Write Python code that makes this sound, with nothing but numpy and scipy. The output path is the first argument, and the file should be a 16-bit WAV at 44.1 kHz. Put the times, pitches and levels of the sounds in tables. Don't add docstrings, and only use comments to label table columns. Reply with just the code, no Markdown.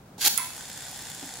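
import sys
import numpy as np
from scipy import signal
from scipy.fft import rfft, irfft
from scipy.io import wavfile

SR = 44100
rng = np.random.default_rng(int(sys.argv[2]) if len(sys.argv) > 2 else 0)


def decibels_to_gain(level_db):
    exponent = np.asarray(level_db, float) / 20
    return 10 ** exponent


def inscribe(sig):
    pcm = np.round(np.clip(np.atleast_2d(sig).T, -1, 1) * 32767)
    wavfile.write(sys.argv[1], SR, pcm.astype(np.int16))


N = 61739

# pitch_hz, level_db (per Hz)
HUM_COLOUR = [(28, -20), (45, -7.5), (110, -1.5), (200, -1), (330, -8), (700, -10), (2500, -27),
              (16000, -37)]
# pitch_hz, side_minus_mid_db
HUM_SIDE = [(40, -32), (125, -31.5), (300, -14), (1000, -3.5), (15000, 2.5)]
# pitch_hz, side_minus_mid_db
NEAR_SIDE = [(60, -32), (180, -13), (550, -20), (1650, -10), (4970, -3.5), (15000, -4)]
# pitch_hz, fade_s
ROOM_FADE = [(300, 0.31), (2000, 0.48), (7000, 0.61), (14000, 0.55)]
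# start_s, level_db
KNOCKS = [
    (1.224, -39),
]
# pitch_hz, level_db, fade_s
KNOCK_MODES = [(258, -2, .25), (291, -1.5, .22), (170, -9, .2), (345, -8, .1), (430, -8, .1),
               (560, -10, .08), (750, -8, .08)]
# start_s, level_db
SNAPS = [
    (.3764, -6),
    (.3773, -6.5),
    (.3815, -20),
    (.3842, -17),
    (.387, -20),
]
# pitch_hz, level_db, fade_s
SNAP_MODES = [(10150, -28, .2), (10265, -12, .08), (10373, -22, .28), (10640, -20, .11), (10480, -7, .025),
              (11320, -26, .12)]
# start_s, level_db
CLATTER = [
    (.379, -33),
    (.3805, -16),
    (.382, -18),
    (.385, -33.5),
    (.388, -35),
    (.393, -20.5),
    (.397, -23.5),
    (.402, -33),
    (.41, -32),
]
# pitch_hz, level_db, fade_s
CLATTER_MODES = [(930, -6, .1), (985, -5, .1), (1044, -3, .15), (1120, -8, .06), (1330, -6, .04),
                 (1650, -8, .03), (1950, -8, .04), (2120, -5, .05), (2288, -5, .1), (2600, -6, .04),
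                 (3500, -5, .015), (4200, -4, .012), (5800, -5, .01)]
# start_s, level_db
SPIN = [
    (.27, -88),
    (.29, -42),
    (.45, -42),
    (.53, -45),
    (.58, -42.5),
    (.9, -41.5),
    (1.4, -43),
]
# pitch_hz, width_hz, level_db
GEAR_BODY = [(816, 240, 3), (1514, 127, 1), (1757, 220, -3), (3496, 270, -2), (4400, 106, -2.5),
             (5130, 150, -5.5), (6910, 330, -2.5), (7340, 350, 0.5), (8000, 920, -3), (9080, 240, -2),
             (10010, 180, 5), (11330, 160, -10), (15000, 900, 3)]
# pitch_hz, level_db
GEAR_COLOUR = [(300, -17.5), (760, -2.5), (1150, -6.5), (1700, -2.5), (5700, 0), (7200, -3.5), (12500, -8),
               (16000, -22)]
# start_s, peak_db
TICKS = [(0.5642, -29), (0.6395, -57), (0.6999, -32), (0.7587, -42), (0.7752, -30), (0.8366, -43),
         (0.8974, -40), (0.9139, -30), (0.9603, -42), (0.9748, -28.5), (1.0216, -32), (1.1, -27),
         (1.1479, -32), (1.2591, -29)]
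# start_s, level_db, teeth_hz
PULL = [
    (.177, -66, 300),
    (.182, -47, 420),
    (.206, -40, 1000),
    (.213, -28, 1600),
    (.239, -28, 1700),
    (.245, -23, 1900),
    (.267, -18, 5600),
    (.282, -17.5, 7200),
    (.287, -45, 7200),
]
# pitch_hz, width_hz, level_db
CORD_BODY = [(874, 206, 3), (1560, 67, -8), (4400, 340, -5.5), (6040, 75, -7), (6880, 330, -4.5),
             (9840, 135, -4.5), (10100, 130, -5), (12500, 540, -6.5), (12380, 220, -5)]
# pitch_hz, level_db (per Hz)
CORD_COLOUR = [(100, -35), (250, -11), (600, -9.5), (830, -6), (1100, -6.5), (1500, -0.5), (4300, 5.5),
               (16000, -3)]
# start_s, level_db
JOLTS = [
    (.181, -41),
    (.245, -35.5),
    (.262, -32.5),
    (.275, -36),
]
# pitch_hz, level_db, fade_s
FRAME_MODES = [(212, -9.5, 0.082), (291, -6, 0.049), (437, -8.5, 0.067), (742, -6, 0.077), (850, 1.5, 0.07),
               (946, -12, 0.069)]


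def rms_one(x):
    return x / np.sqrt(np.mean(x ** 2) + 1e-20)


def in_time(rows):
    s, *columns = np.transpose(rows)
    return [np.interp(np.arange(N) / SR, s, column) for column in columns]


def at_hz(points, hz):
    table_hz, values = np.transpose(points)
    return np.interp(np.log(hz + 1), np.log(table_hz), values)


def colour(x, points):
    return irfft(rfft(x) * decibels_to_gain(at_hz(points, np.fft.rfftfreq(N, 1 / SR))), N)


def high_pass(x, hz):
    return signal.sosfilt(signal.butter(2, hz, "high", fs=SR, output="sos"), x)


def drift(rate_hz):
    r = np.exp(-2 * np.pi * rate_hz / SR)
    wander = signal.lfilter([1], [1, -2 * r, r * r], rng.standard_normal(N + SR))
    return rms_one(wander[SR:])


def ring(clicks, hz, fade_s):
    r = decibels_to_gain(-60 / (fade_s * SR))
    w = 2 * np.pi * hz / SR
    return signal.lfilter([0, np.sin(w)], [1, -2 * r * np.cos(w), r * r], clicks + 1e-18)


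def body(x, peaks, broad_db, widen=1.0, patch_db=0.0):
    out = decibels_to_gain(broad_db) * x
    for hz, width_hz, db in peaks:
        r = np.exp(-np.pi * width_hz * widen / SR)
        gain = (1 - r * r) / 2
        rung = signal.lfilter([gain, 0, -gain], [1, -2 * r * np.cos(2 * np.pi * hz / SR), r * r], x)
        out = out + decibels_to_gain(db + patch_db * drift(34)) * rung
    return out


def strikes(rows):
    s, db = np.transpose(rows)
    out = np.zeros(N)
    out[(s * SR).astype(int)] = decibels_to_gain(db)
    return out


def struck(rows, modes, soften=0.0):
    softness = np.clip(soften, 0, .99)
    hits = signal.lfilter([1], [1, -softness], strikes(rows)) * (1 - soften)
    out = np.zeros(N)
    for k, (hz, db, fade_s) in enumerate(modes):
        out = out + (-1) ** k * decibels_to_gain(db) * ring(hits * decibels_to_gain(drift(300)), hz, fade_s)
    return out


def spread(mid, other, side_db):
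    return mid + colour(other, side_db) * [[1], [-1]]


def hum():
    mid, other = rms_one(colour(rng.standard_normal((2, N)), HUM_COLOUR))
    level_db = -51 + drift(5.7) / 2
    return decibels_to_gain(level_db) * spread(mid, other, HUM_SIDE)


def room(x):
    gap_s = 0.0094
    t = np.arange(N) / SR
    tail = 0
    for low in 100 * 2. ** np.arange(0, 8):
        band = signal.butter(2, [low, min(2 * low, .45 * SR)], "band", fs=SR, output="sos")
        noise = signal.sosfilt(band, rng.standard_normal((2, N)))
        tail = tail + noise * decibels_to_gain(-60 * t / at_hz(ROOM_FADE, low * np.sqrt(2)))
    tail = tail * np.clip(t / gap_s - 1, 0, 1)
    tail = tail / np.sqrt(np.sum(tail ** 2) / 2)
    return signal.fftconvolve(x[None], tail, axes=1)[:, :N]


def knock():
    deeper = struck([(1.092, -43)], [(150, 0, .08), (95, -2, .08)], soften=.9)
    return struck(KNOCKS, KNOCK_MODES, soften=.9) + deeper


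def snap():
    age_s = np.arange(200) / SR
    burst = rng.standard_normal(200) * decibels_to_gain(-60 * age_s / .004)
    crack = high_pass(np.convolve(strikes(SNAPS), burst)[:N], 6000.0)
    hit = strikes(SNAPS[1:2])
    rings = sum(decibels_to_gain(db) * ring(hit, hz, fade_s) for hz, db, fade_s in SNAP_MODES)
    clatter = high_pass(struck(CLATTER, CLATTER_MODES), 700.0)
    return rings + decibels_to_gain(4.0) * crack, decibels_to_gain(-11.5) * clatter


def wheel():
    turns_hz, slowing_hz_per_s, first_turn_s = 70.4, 6.2, .5642
    throb_db, throb_fade = 9, 9.9
    grains_per_s, grain_spread_db = 9000, 2.2
    level_db, = in_time(SPIN)
    t = np.arange(N) / SR
    turn = turns_hz * (t - first_turn_s) - slowing_hz_per_s * (t * t - first_turn_s ** 2) / 2
    jar = rng.uniform(.3, 1.3, 200)[np.floor(turn).astype(int) + 100]
    throb = decibels_to_gain(throb_db * jar * np.exp(-throb_fade * (turn % 1)))
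    sizes = decibels_to_gain(grain_spread_db * np.minimum(rng.exponential(1, (2, N)), 5))
    sizes = sizes * rng.choice([-1, 1], (2, N))
    grains = throb * sizes * (rng.random((2, N)) < grains_per_s / SR)
    whir = body(grains, GEAR_BODY, broad_db=-4.0, widen=1.1, patch_db=1.0)
    whir = rms_one(colour(whir, GEAR_COLOUR))
    puffs = rng.standard_normal((2, 600)) * decibels_to_gain(-60 * np.arange(600) / SR / .01)
    puffs = high_pass(puffs, 11000.0)
    ticks = np.array([np.convolve(strikes(TICKS), puff)[:N] for puff in puffs])
    return decibels_to_gain(level_db) * whir * (t > SPIN[0][0]) + decibels_to_gain(-3.0) * ticks


def cord():
    tooth_jitter, tooth_spread_db = .11, 3.5
    whine_db, chatter_db = -13.0, 4
    pull_db, lump_db, brighten_db_per_octave = 0.5, 1.8, 2.5
    level_db, teeth_hz = in_time(PULL)
    unevenness = tooth_jitter * rng.standard_normal(N) * np.sqrt(SR / teeth_hz)
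    phase = np.cumsum(teeth_hz * (1 + unevenness)) / SR
    teeth = np.diff(np.floor(np.maximum.accumulate(phase)), prepend=0)
    teeth = teeth * decibels_to_gain(tooth_spread_db * rng.standard_normal(N)) * np.sqrt(SR / teeth_hz)
    chatter = rng.standard_normal((2, N))
    whine = decibels_to_gain(whine_db + 7.6 * drift(140)) * np.sin(2 * np.pi * phase)
    whine = whine * np.clip(teeth_hz / 2500 - .5, 0, 1)
    force = np.array([rms_one(teeth) + whine + decibels_to_gain(chatter_db) * chatter[0], chatter[1]])
    t = np.arange(N) / SR
    level = decibels_to_gain(level_db + pull_db + lump_db * drift(203))
    level = level * (t > PULL[0][0]) * (t < PULL[-1][0])
    sound = colour(body(force, CORD_BODY, broad_db=-3.0, widen=0.9), CORD_COLOUR)
    brightness = decibels_to_gain(brighten_db_per_octave * np.log2(teeth_hz / 2000))
    brightened = sound + high_pass(sound, 9000.0) * (brightness - 1)
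    zip_sound = level * brightened / np.std(sound[0])
    return zip_sound + [struck(JOLTS, FRAME_MODES, soften=0.76), np.zeros(N)]


def scene():
    pull = cord()
    spin = wheel()
    hit, clatter = snap()
    near = spread(pull[0], decibels_to_gain(7.5) * pull[1], NEAR_SIDE) * decibels_to_gain([[-.8], [.8]])
    near = near + spread(*spin, NEAR_SIDE) * decibels_to_gain([[-.3], [.3]])
    into_room = decibels_to_gain(-7) * pull[0] + decibels_to_gain(-13.0) * hit + decibels_to_gain(-1.5) * clatter + decibels_to_gain(-12.0) * spin[0]
    wet = room(into_room)
    mid, side = wet.mean(0), (wet[0] - wet[1]) / 2
    echoes = spread(mid, decibels_to_gain(6.0) * side, NEAR_SIDE)
    right = hit * decibels_to_gain([[-12.0], [0]]) + clatter * decibels_to_gain([[-5.0], [0]])
    return near + echoes + right + knock() + hum()


def band_limit(x):
    return signal.sosfilt(signal.butter(12, 16980, fs=SR, output="sos"), x)


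def record(dry):
    top_hz = 15760
    mix = irfft(rfft(dry) * (np.fft.rfftfreq(N, 1 / SR) < top_hz), N)
    return band_limit(mix)


dry = scene()
out = record(dry)
inscribe(out)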